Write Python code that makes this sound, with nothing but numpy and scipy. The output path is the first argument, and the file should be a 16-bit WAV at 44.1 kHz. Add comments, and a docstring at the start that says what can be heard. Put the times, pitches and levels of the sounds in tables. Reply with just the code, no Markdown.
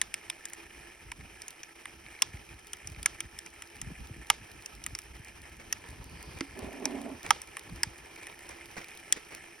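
"""Sharp cracks and ticks over the fizz and pop of small bubbles, with puffs of air and rubs of a finger.
Liquid nitrogen simmers in a plastic lid under an ice-cube tray, outdoors on stone, close to a hand-held camera.
Cracks are blows that rattle damped modes of ice and plastic; the boil is coloured noise, clicks and short rings.
Air is low rumble with slowing swings of pressure; finger and hand are noise and slips coloured by case and skin."""
import sys
import numpy as np
from scipy import signal
from scipy.fft import rfft, irfft
from scipy.io import wavfile

SR = 44100
rng = np.random.default_rng(int(sys.argv[2]) if len(sys.argv) > 2 else 0)


def materialize(psi):
    """Save the field psi as 16-bit PCM at rate SR to the path in sys.argv[1].

    A 1-D psi becomes a single channel; in a 2-D psi each row is a channel.
    """
    bounded = np.clip(np.atleast_2d(psi).T, -1, 1)
    quanta = np.round(bounded * 32767).astype(np.int16)
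    wavfile.write(sys.argv[1], SR, quanta)


N = 423351
FREQS = np.fft.rfftfreq(N, 1 / SR)
TIME = np.arange(N) / SR

# All source levels and colours are relative dB: gains in the functions come on top. Cracks of the freezing ice
# and plastic; the row at 6.41 s is instead the sharp part of the finger's bump on the camera. Each row: time in
# seconds, levels of tray, wall, ice and snap in dB, rings of cell, wall, wall again, ice and snap in Hz.
CRACK_EVENTS = [(0.0151, -44.5, -28.5, -27, -30.5, 1020, 1790, 3830, 7360, 10280),
                (0.1413, -59, -33.5, -38, -34.0, 1300, 2300, 2350, 5250, 8260),
                (0.2994, -49, -34.5, -39.5, -35, 1010, 3520, 2490, 5200, 8450),
                (0.4545, -63, -46, -37, -39.5, 1140, 1800, 3550, 7400, 7450),
                (0.534, -57, -49, -42, -46.5, 1400, 2080, 2410, 7300, 10130),
                (1.1176, -46, -39, -48, -43, 960, 2300, 1740, 5540, 7500),
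                (1.419, -68, -53, -45.5, -45, 930, 3900, 2320, 5260, 8340),
                (1.4814, -61, -50.5, -42.5, -42.5, 950, 2720, 3920, 6440, 7150),
                (1.6325, -65, -47, -43, -49.5, 1300, 2460, 1770, 5960, 7300),
                (1.856, -48, -40, -58, -46, 1150, 1980, 1750, 7200, 9100),
                (2.2213, -36, -25, -23, -21.5, 1025, 3340, 2750, 5600, 7340),
                (2.733, -53, -43.5, -41.5, -38, 1370, 3100, 1860, 6060, 8150),
                (2.873, -61.0, -53, -41.5, -41, 1270, 2250, 2600, 5830, 7790),
                (3.0296, -68.0, -47.5, -46, -40, 1400, 3570, 2440, 4800, 7630),
                (3.0596, -36, -24.5, -25.0, -23.5, 1310, 1740, 2230, 6400, 9840),
                (3.2051, -48, -36, -37.5, -35.5, 1340, 2350, 3220, 6000, 9600),
                (3.389, -70, -48.5, -43.5, -40.5, 1290, 3470, 1900, 5370, 7900),
                (3.462, -58, -49.5, -49.5, -49, 1400, 2050, 2510, 5840, 7700),
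                (3.6218, -54, -45.5, -50.5, -45.5, 1400, 1970, 2800, 5640, 7260),
                (3.8155, -55.0, -46, -37, -38.5, 1310, 1940, 3000, 7160, 7360),
                (4.301, -22, -19.5, -21.5, -24, 850, 2150, 2840, 7400, 10700),
                (4.66, -70, -49.5, -40.5, -42, 1200, 2560, 1580, 5700, 7440),
                (4.8395, -71, -51, -44, -45, 1400, 2960, 3780, 5660, 8540),
                (4.864, -47.5, -38.0, -44, -33.5, 1290, 1900, 2240, 7200, 7200),
                (4.9506, -53, -42, -36, -41, 1380, 2100, 1630, 5330, 7800),
                (4.9887, -56, -47.0, -45.5, -40.5, 1300, 2270, 1750, 5730, 7460),
                (5.7266, -46, -34.5, -27, -36, 1290, 1900, 2700, 5800, 11800),
                (6.4081, -41, -35.5, -38, -48.5, 1400, 2090, 1560, 4680, 8960),
                (6.855, -41.5, -36, -27, -33.5, 870, 2460, 3960, 5700, 7550),
                (7.2648, -47, -43, -47, -50, 850, 2200, 3900, 7200, 9210),
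                (7.3066, -16.5, -20.5, -22.5, -26, 850, 2100, 3130, 5460, 9960),
                (7.4175, -59, -52, -46.5, -41, 870, 2290, 3370, 5680, 8160),
                (7.5691, -44.5, -39, -47, -42.5, 1170, 1800, 2240, 7100, 9910),
                (7.8329, -40.5, -30.5, -25.5, -28, 895, 1650, 1920, 4980, 7900),
                (8.269, -60, -45, -52.5, -47.5, 1110, 1800, 2250, 5800, 10090),
                (8.4914, -52, -61, -50, -48, 960, 1630, 2350, 5800, 10070),
                (9.1247, -57, -30, -19, -23.5, 1010, 3420, 1950, 7500, 8300)]
# Low modes of the whole tray, each a close pair that beats. Each row: centre in Hz, level in dB, t60 in seconds.
TRAY_MODES = [(880, 0.5, 0.029), (1250, 1.5, 0.031), (1590, -2.5, 0.012)]
# Ranges in which cell, wall, ice, snap and its topmost sparkle sound: edges in Hz.
CELL_HZ, WALL_HZ, ICE_HZ, SNAP_HZ = (850, 1400), (1600, 3520), (4980, 8240), (7500, 11000)
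SPARKLE_HZ = (12700, 14700)
# Clear ticks of frost. Each row: start in seconds, level in dB.
FROST_TICKS = [(0.499, -33), (1.506, -29.5), (2.67, -32.5), (4.516, -34), (4.6227, -35), (4.7516, -36),
               (5.018, -35), (5.2474, -35), (5.2838, -34.5), (5.418, -36), (5.888, -36), (6.042, -35.5),
               (6.2276, -30.5), (6.3878, -35), (6.591, -29.5), (7.016, -31), (7.231, -30.5), (7.594, -31),
               (8.16, -36.5), (8.2317, -37), (8.391, -35), (8.6575, -33.5), (8.844, -32), (8.974, -31.5),
               (9.349, -28)]

# Vigour of the boil. Each row: time in seconds, level in dB.
BOIL_LEVEL = [(0.0, -55.5), (1.07, -56.5), (5.05, -56), (5.32, -57.5), (6.76, -54), (7.62, -55.5),
              (8.53, -55.5), (9.6, -55)]
# Colour of the wash of small bubbles. Each row: frequency in Hz, density in dB per Hz.
SIMMER_COLOUR = [(100, -3), (250, -1.5), (400, 2), (540, -3), (900, 1.5), (1120, -4.5), (1500, -4.5),
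                 (2100, -6.5), (2550, -1.5), (3400, -10.5), (4400, -11.5), (5400, -55), (7000, -54),
                 (12000, -49)]
# Colour of the fine fizz. Each row: frequency in Hz, density in dB per Hz.
FIZZ_COLOUR = [(4000, -13), (5400, 5), (6500, -0.5), (7400, -7.5), (8400, 2), (10000, -1), (12500, -6),
               (16000, -20.5)]
# Colour of bursting bubbles. Each row: frequency in Hz, density in dB per Hz.
BUBBLE_COLOUR = [(250, -19), (800, 0.5), (1100, -17), (1800, 0), (2400, 0), (3000, -13.5), (3800, -16.5),
                 (5500, -28), (8000, -3), (14000, -34)]
# Air resonances between lid and tray. Each row: centre in Hz, width in Hz, lift in dB.
HOLLOW_MODES = [(337.6, 23.5, 13), (422, 31, 5.5), (814, 44, 2), (1310, 81, 8), (1750, 234, 6),
                (2135, 120, 5.5), (2410, 188, 6.5), (3103, 360, 6)]
# Large bubbles that burst on their own. Each row: start in seconds, level in dB.
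BIG_BUBBLES = [(0.6018, -41), (1.2104, -41), (2.064, -35), (2.1507, -36), (2.164, -39), (2.1901, -36.5),
               (2.372, -40), (2.4906, -38), (2.947, -38), (2.962, -37), (3.471, -37), (5.84, -40),
               (8.163, -35), (8.232, -37), (8.241, -38), (8.2989, -39), (8.3264, -39), (8.3924, -40),
               (8.6107, -37), (8.8182, -36), (8.8434, -36), (8.8886, -39), (8.901, -41), (8.915, -37),
               (8.943, -38)]
# Sudden spits of boiling. Each row: start in seconds, level in dB, decay constant in seconds.
SPIT_EVENTS = [(5.591, -44.5, 0.028), (7.236, -41, 0.065), (8.481, -43.5, 0.057), (8.764, -33.5, 0.03),
               (9.16, -34, 0.013), (9.304, -43.5, 0.052)]
# Colour of a spit. Each row: frequency in Hz, density in dB per Hz.
SPIT_COLOUR = [(150, -9.5), (350, -4.5), (720, -7), (950, -12), (1500, -9.5), (2300, -5), (3000, -17.5),
               (3900, -21), (5600, -18), (8000, -20), (13000, -35)]

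# Pushes of the finger along the case. Each row: start in seconds, length in seconds, level in dB.
FINGER_PUSHES = [(6.551, 0.043, -43), (6.608, 0.077, -42), (6.709, 0.14, -46.5), (6.815, 0.069, -41.5),
                 (6.885, 0.058, -44), (6.936, 0.066, -41), (7.032, 0.069, -40), (7.11, 0.02, -51.5)]
PUSH_RISE_S, PUSH_FADE_S = 0.016, 0.027
# Colour of the camera case. Each row: frequency in Hz, density in dB per Hz.
CASE_COLOUR = [(120, -27), (190, -10), (240, 0.5), (275, 7), (325, -12), (390, -0.5), (500, -13),
               (680, -10.5), (950, -31), (1400, -25), (3000, -64)]
# The bump rings the case. Each row: frequency in Hz, level in dB, t60 in seconds.
BUMP_S, BUMP_MODES = 6.411, [(278, -34, 0.16), (327, -29, 0.073), (413, -43, 0.029)]
# Colour of skin on the camera. Each row: frequency in Hz, density in dB per Hz.
SKIN_COLOUR = [(150, -37), (280, 3), (450, 7.5), (650, 0.5), (1000, 6.5), (1250, -6), (2100, -5),
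               (3300, -8), (4700, -12), (6500, -37), (12000, -54)]
TURN_S, TURN_END_S, TURN_DB = 6, 8.55, -54.5
# Slopes before the turn, from its start, and further from its end.
TURN_RISE_DB_PER_S, TURN_EASE_DB_PER_S, TURN_FADE_DB_PER_S = 34, 2, 50

# The breeze at the microphone. Each row: time in seconds, level in dB.
AIR_LEVEL = [(0, -66), (0.35, -63), (0.5, -68), (0.95, -64), (1.12, -57), (1.75, -72), (2.3, -58.5),
             (3.5, -65.5), (3.9, -57), (4.8, -57), (5.4, -60.5), (5.8, -56.5), (6.3, -56), (6.9, -61),
             (7.45, -60.5), (7.8, -56), (8.3, -60.5), (9.6, -71)]
# Colour of the breeze. Each row: frequency in Hz, density in dB per Hz.
BREEZE_COLOUR = [(15, -40), (30, -8), (60, 5), (100, -3.5), (160, -8.5), (300, -13), (600, -59)]
# Single puffs. Each row: time in seconds (onset 5 ms before), level in dB, rate in Hz about one cycle in.
AIR_PUFFS = [(1.066, -46, 59), (1.198, -42.5, 88), (2.345, -38.5, 83.5), (2.54, -47, 74), (2.857, -47, 85),
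             (2.896, -45, 100), (2.921, -40.5, 65), (2.977, -41, 76), (2.996, -47, 130), (3.251, -42.5, 75),
             (3.83, -43, 105), (3.874, -34.5, 122), (3.908, -43, 292), (3.92, -35, 162), (4.011, -39, 60),
             (4.102, -43, 282), (4.111, -36.5, 98), (4.168, -43.5, 230), (4.42, -46.5, 110),
             (4.93, -43.5, 80), (5.2, -41.5, 102), (5.931, -42, 71), (6.285, -43, 109), (6.362, -41, 80),
             (6.622, -39.5, 75), (6.672, -47, 80), (7.147, -45, 80.6), (7.291, -42.5, 86),
             (7.724, -34.5, 118), (7.872, -37.5, 116)]
# Rumble around a puff: level against the puff, and time constants of growth and decay.
WAKE_DB, WAKE_RISE_S, WAKE_FALL_S = -11.5, 0.032, 0.03

# Colour of the echo from the yard. Each row: frequency in Hz, density in dB per Hz.
ECHO_COLOUR = [(300, 0), (900, -2), (2000, -8), (3200, -1.5), (4300, -6), (5600, -1.5), (7000, -8),
               (10000, -19), (15000, -41)]
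# Phase between the microphone ports. Each row: frequency in Hz, lead of the left in radians.
PORT_PHASE_RAD = [(0, 0), (700, -.8), (1250, -.3), (1700, 0), (2500, .7), (4000, .6), (4900, .1),
                  (7300, 3.1), (16000, 11.9)]
# Balance of the ports, scaled by each source's shade. Each row: frequency in Hz, left minus right in dB.
PORT_BALANCE_DB = [(150, -2), (400, -5), (800, -9), (1250, -20), (1700, -2.5), (2300, -2.5), (5000, 0)]
# Likeness of the ports in diffuse sound. Each row: frequency in Hz, correlation (no unit).
PORT_CORRELATION = [(60, 0.96), (300, 0.82), (640, 0.078), (1400, 0.79), (3000, 0.38), (6000, 1),
                    (15000, 1)]
EDGE_HZ = 16700


def cracks(wall_decay_s=0.019, ice_decay_s=0.018, snap_decay_s=0.012, cell_decay_s=0.026,
           weak_lift=3.65, big_lift=1.3, second_lift=0.61, ring_width=0.046,
           rise_s=0.00021, first_blow=0.62, sparkle_db=-14, pair_split_hz=125):
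    """A fracture is a sharp blow and a short rattle through ice and wall; a big one rings the whole tray."""
    t = np.arange(2048) / SR
    hz = np.fft.rfftfreq(len(t), 1 / SR)
    out = np.zeros(N)

    def sized(x):
        """Scales to the energy of 10 ms at rms 1."""
        return x / np.sqrt(np.sum(x ** 2) / 441)

    def mode(ring_hz):
        """Response of one damped resonance."""
        return 1 / (1 + 1j * (hz - ring_hz) / (ring_width * ring_hz))

    def rattle(edges_hz, decay_s, rings, order):
        """Crowded, heavily damped modes fill a range almost evenly; the rings stand out."""
        chatter = rng.choice([-1., 1.], len(t)) * (1 - np.exp(-t / rise_s)) * gain_of(-60 * t / decay_s)
        burst = first_blow + rfft(chatter / np.linalg.norm(chatter))
        even = burst / (abs(burst) + 1e-9) ** .6  # flattens the spectrum
        sound = irfft(even * (1 + rings)) * np.exp(-t / decay_s)
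        return sized(band(sound, edges_hz, order))

    # The beat of each pair cuts the knock short; signs alternate from mode to mode.
    knock = sum((-1) ** k * ring([pair], t) for k, pair in enumerate(TRAY_MODES))
    whole = sized(np.sin(np.pi * pair_split_hz * t) * knock)
    for s, tray_db, wall_db, ice_db, snap_db, cell_hz, wall_hz, second_hz, ice_hz, snap_hz in CRACK_EVENTS:
        share = np.interp(tray_db, [-34, -26], [0, 1])  # weak cracks shake only the nearest cell
        lift = weak_lift + share * (big_lift - weak_lift)  # big ones spread, so rings stand out less
        cell = rattle(CELL_HZ, cell_decay_s, lift * mode(cell_hz), order=3)
        tray = sized(share * whole + (1 - share) * cell)
        wall_rings = lift * (mode(wall_hz) + second_lift * mode(second_hz))
        wall = rattle(WALL_HZ, wall_decay_s, wall_rings, order=3)
        ice = rattle(ICE_HZ, ice_decay_s, lift * mode(ice_hz), order=3)
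        sparkle = rattle(SPARKLE_HZ, snap_decay_s, 0, order=2)
        snap = rattle(SNAP_HZ, snap_decay_s, lift * mode(snap_hz), order=2) + gain_of(sparkle_db) * sparkle
        crack = gain_of(tray_db) * tray + gain_of(wall_db) * wall + gain_of(ice_db) * ice + gain_of(snap_db) * snap
        add(out, s - .0002, crack)
    return ports(out, shade=0.85)


def frost(per_s=12, size_db=-49, spread_db=3.5, t60_s=0.011, clear_db=-3):
    """Tiny bright noise ticks of frost: a few clear, many faint and more frequent as the tray gets colder."""
    t = np.arange(600) / SR
    out = np.zeros(N)

    def tick(db):
        """A very short splinter of noise."""
        return rng.standard_normal(len(t)) * gain_of(db - 60 * t / t60_s)

    for s, db in FROST_TICKS:
        add(out, s, tick(db + clear_db))
    candidates = 800
    for at, chance, size in rng.random((candidates, 3)):
        faint = tick(size_db + spread_db * min(-np.log(size), 2.5))
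        if chance < per_s * (.5 + at) * N / SR / candidates:
            add(out, at * N / SR, faint)
    return ports(band(out, (3200, 12000), order=2))


def simmer(wash_db=-2.5, fizz_db=-5, wash_flicker_db=2., fizz_flicker_db=1.36):
    """Countless small bubbles merge to a flickering noise wash with a fine fizz on top."""
    flicker = wander(39)
    wash = coloured(diffuse() * gain_of(wash_flicker_db * flicker), SIMMER_COLOUR)
    fizz = coloured(diffuse() * gain_of(fizz_flicker_db * flicker), FIZZ_COLOUR)
    return gain_of(wash_db) * wash + gain_of(fizz_db) * fizz


def bubbles(pops_per_s=220, pops_db=-6, pop_decay_s=0.0011, blips_per_s=170, blips_db=-10, cycles=5,
            spread_db=4.0, clump_db=5, clumps_per_s=12, growth_db=3):
    """Bubbles come in flurries, more as the boil goes on; they burst with a dry pop or ring for a few cycles."""
    clump = clump_db * np.minimum(wander(clumps_per_s), 1.5)
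    flurry = gain_of(clump + growth_db * (TIME / TIME[-1] - .5))  # scales both rates

    def train(per_s):
        """Random clicks of uneven size."""
        size = np.minimum(rng.exponential(1, N), 2.6)
        return (rng.random(N) < flurry * per_s / SR) * gain_of(spread_db * size)

    t = np.arange(700) / SR
    pitches_hz = np.geomspace(1720, 2900, 12)
    pop_train, blip_train = train(pops_per_s), train(blips_per_s)
    spot = rng.integers(0, len(pitches_hz), N)
    pops, blips = np.zeros((2, N))
    for k, hz in enumerate(pitches_hz):
        pop = rng.standard_normal(len(t)) * np.exp(-t / pop_decay_s)
        age = t * hz / cycles
        blip = age * np.exp(-3 * age) * np.sin(2 * np.pi * hz * t)
        pops += signal.oaconvolve(pop_train * (spot == k), pop)[:N]
        blips += signal.oaconvolve(blip_train * (spot == k), blip)[:N]
    return gain_of(pops_db) * coloured(pops, BUBBLE_COLOUR) + gain_of(blips_db) * evened(blips)


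def in_lid(x, boil_db=0.42):
    """The boil sounds through the resonant hollow under the tray, as strongly as it bubbles."""
    lift_db = sum(db / (1 + (2 * (FREQS - hz) / width_hz) ** 2) for hz, width_hz, db in HOLLOW_MODES)
    resonant = irfft(rfft(x) * gain_of(lift_db + boil_db), N)
    return ports(resonant * level(BOIL_LEVEL), shade=0.53)


def big_bubbles(pop_db=3, ring_hz=2280, spread=0.081, ring_decay_s=0.0018, rise_s=0.00049,
                splash_db=-5, splash_decay_s=0.00061, splash_hz=(1400, 4600)):
    """A large bubble bursts: its cavity rings for a few cycles inside a tiny noise splash."""
    t = np.arange(700) / SR
    out = np.zeros(N)
    for s, db in BIG_BUBBLES:
        hz = ring_hz * (1 + spread * rng.uniform(-1, 1))
        cavity = np.sin(2 * np.pi * hz * t) * np.exp(-t / ring_decay_s)
        noise = evened(band(rng.standard_normal(len(t)), splash_hz, order=2))
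        splash = gain_of(splash_db) * noise * np.exp(-t / splash_decay_s)
        add(out, s, gain_of(db + pop_db) * (1 - np.exp(-t / rise_s)) * (cavity + splash))
    return ports(out)


def spits(rise_s=0.0059, grit_db=3.4):
    """The liquid meets a warmer spot and flashes off in a soft splutter of gritty noise."""
    swell = np.zeros(N)
    for s, db, decay_s in SPIT_EVENTS:
        age_s = np.maximum(TIME - s, 0)
        swell += gain_of(db) * (1 - np.exp(-age_s / rise_s)) * np.exp(-age_s / decay_s)
    grit = gain_of(grit_db * np.minimum(wander(300), 1.4))
    return ports(swell * coloured(diffuse() * grit, SPIT_COLOUR), shade=0.62)


def finger(grip_db=1, lean_db=2.5, slips_per_s=700, slip_spread_db=2, slips_db=-3, rasp_db=-11,
           rasp_hz=(500, 1000)):
    """A finger bumps the camera, then drags: skin sticks and slips, which booms in the case; ridges rasp."""
    pressure = sum(push(*row) for row in FINGER_PUSHES)
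    size = gain_of(slip_spread_db * np.minimum(rng.exponential(1, N), 3))
    slips = evened((rng.random(N) < slips_per_s / SR) * rng.choice([-1., 1.], N) * size)
    friction = (diffuse() + gain_of(slips_db) * slips) * gain_of(grip_db * wander(66))
    rasp = gain_of(rasp_db) * evened(band(slips, rasp_hz, order=2))
    slide = coloured(friction, CASE_COLOUR) + rasp
    bump = np.zeros(N)
    add(bump, BUMP_S, ring(BUMP_MODES, np.arange(SR // 5) / SR))
    return (slide * pressure + bump) * gain_of([[-lean_db], [lean_db]])  # stronger at the right


def push(s, length_s, db):
    """Pressure of one push: it builds, holds and lets go."""
    age_s = np.maximum(TIME - s, 0)
    release = np.exp(-np.clip((age_s - length_s) / PUSH_FADE_S, 0, 20))
    return gain_of(db) * (1 - np.exp(-age_s / PUSH_RISE_S)) * release


def hand(grain_db=5.5):
    """Skin rubs softly on the turning camera: grainy noise swells fast, eases slowly, then dies away."""
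    before_s, since_s, after_s = np.maximum([TURN_S - TIME, TIME - TURN_S, TIME - TURN_END_S], 0)
    fall_db = TURN_RISE_DB_PER_S * before_s + TURN_EASE_DB_PER_S * since_s + TURN_FADE_DB_PER_S * after_s
    grain = gain_of(grain_db * wander(52))
    return gain_of(TURN_DB - fall_db) * coloured(diffuse() * grain, SKIN_COLOUR)


def air(rumble_db=1.5, lumpy_db=3.5, gusty_db=4.0, gusts_per_s=6):
    """A lumpy low rumble; each passing eddy is a short, slowing swing of pressure wrapped in more rumble."""
    puffs = np.zeros((2, N))
    t = np.arange(SR // 8) / SR
    gusts = gain_of(gusty_db * np.minimum(wander(gusts_per_s), 1.3))
    power = (level(AIR_LEVEL) * gusts) ** 2
    for s, db, hz in AIR_PUFFS:
        age = t * hz
        phase = 2 * np.pi * 2.285 * np.log1p(age / 1.11)  # the logarithm slows the swing
        swing = np.sin(phase + rng.normal(0, 0.22, (2, 1)))
        eddies = gain_of(db) * 4 * age * np.exp(-1.5 * age) * swing
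        for port, eddy in zip(puffs, eddies):
            add(port, s - .005, eddy)
        away = np.maximum((s - TIME) / WAKE_RISE_S, (TIME - s) / WAKE_FALL_S)
        power += (gain_of(db + WAKE_DB) * np.exp(-np.minimum(away, 20))) ** 2
    rumble = coloured(diffuse() * gain_of(lumpy_db * wander(17.0)), BREEZE_COLOUR)
    return gain_of(rumble_db) * np.sqrt(power) * rumble + puffs


def hiss(peak_s=6.27, width_s=0.17, hiss_db=-63.5, edges_hz=(4300, 5150)):
    """A soft, narrow band of noise swells and sinks again."""
    swell = np.exp(-((TIME - peak_s) / width_s) ** 2 / 2)
    return gain_of(hiss_db) * swell * evened(band(diffuse(), edges_hz, order=3))


def yard(x, t60_s=0.3):
    """Rough ground and walls scatter sharp sounds into a faint hush: noise follows their smeared power."""
    t = np.arange(SR // 2) / SR
    decay = gain_of(-60 * t / t60_s) ** 2 * (1 - np.exp(-t / 0.0015))
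    power = signal.oaconvolve((x ** 2).mean(0), decay / decay.sum())[:N]
    return ports(np.sqrt(abs(power)) * coloured(diffuse(), ECHO_COLOUR), shade=0.29)


def ports(x, shade=1.):
    """Sound from the tray reaches the two ports with unequal delay and shading."""
    turn = np.exp(.5j * np.interp(FREQS, *np.transpose(PORT_PHASE_RAD)))
    lean = gain_of(shade * read(PORT_BALANCE_DB, FREQS) / 2)
    mean_gain = np.sqrt((lean ** 2 + lean ** -2) / 2)
    return irfft(rfft(x) * np.array([turn * lean, 1 / (turn * lean)]) / mean_gain, N)


def diffuse():
    """White noise that the two ports hear partly alike."""
    a, b = rfft(rng.standard_normal((2, N)))
    same = np.clip(read(PORT_CORRELATION, FREQS), -1, 1)
    return irfft(np.array([a, same * a + np.sqrt(1 - same ** 2) * b]), N)


def ring(modes, t):
    """Sum of dying sines."""
    return sum(gain_of(db - 60 * t / t60_s) * np.sin(2 * np.pi * hz * t) for hz, db, t60_s in modes)


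def wander(per_s):
    """Smooth random motion of rms 1."""
    return evened(irfft(rfft(rng.standard_normal(N)) * np.exp(-(FREQS / per_s) ** 2), N))


def coloured(x, spectrum):
    """Filters a full-length sound by a spectrum, to rms 1."""
    return evened(irfft(rfft(x) * gain_of(read(spectrum, FREQS)), N))


def band(x, edges_hz, order):
    """Keeps a range of frequencies."""
    edges_hz = np.clip(edges_hz, 50, SR / 2 - 50)
    return signal.sosfilt(signal.butter(order, edges_hz, "band", fs=SR, output="sos"), x)


def read(points, hz):
    """Reads a curve on a log-frequency axis."""
    f, value = np.transpose(points)
    return np.interp(np.log(hz + 1), np.log(f + 1), value)


def level(curve):
    """Gain over time from rows of seconds and dB."""
    return gain_of(np.interp(TIME, *np.transpose(curve)))


def gain_of(db):
    """Decibels to an amplitude factor."""
    return 10 ** (np.asarray(db) / 20)


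def evened(x):
    """Scales to rms 1."""
    return x / np.sqrt(np.mean(x ** 2) + 1e-20)


def add(mix, s, sound):
    """Mixes a sound in at time s in seconds."""
    part = mix[max(round(s * SR), 0):][:len(sound)]
    part += sound[:len(part)]


def scene(echo_db=-24):
    """Everything at the two ports."""
    sharp = cracks() + frost()
    boil = in_lid(simmer() + bubbles()) + big_bubbles() + spits()
    handling = finger() + hand()
    return sharp + boil + handling + air() + hiss() + gain_of(echo_db) * yard(sharp)


def record(dry):
    """Rounds off the loudest peaks below 0.85 of full scale, then low-passes."""
    rounded = dry / (1 + (dry / .85) ** 4) ** .25
    lowpass = signal.firwin(511, EDGE_HZ, window=("kaiser", 9), fs=SR)
    return signal.oaconvolve(rounded, lowpass[None], "same")


dry = scene()
out = record(dry)
materialize(out)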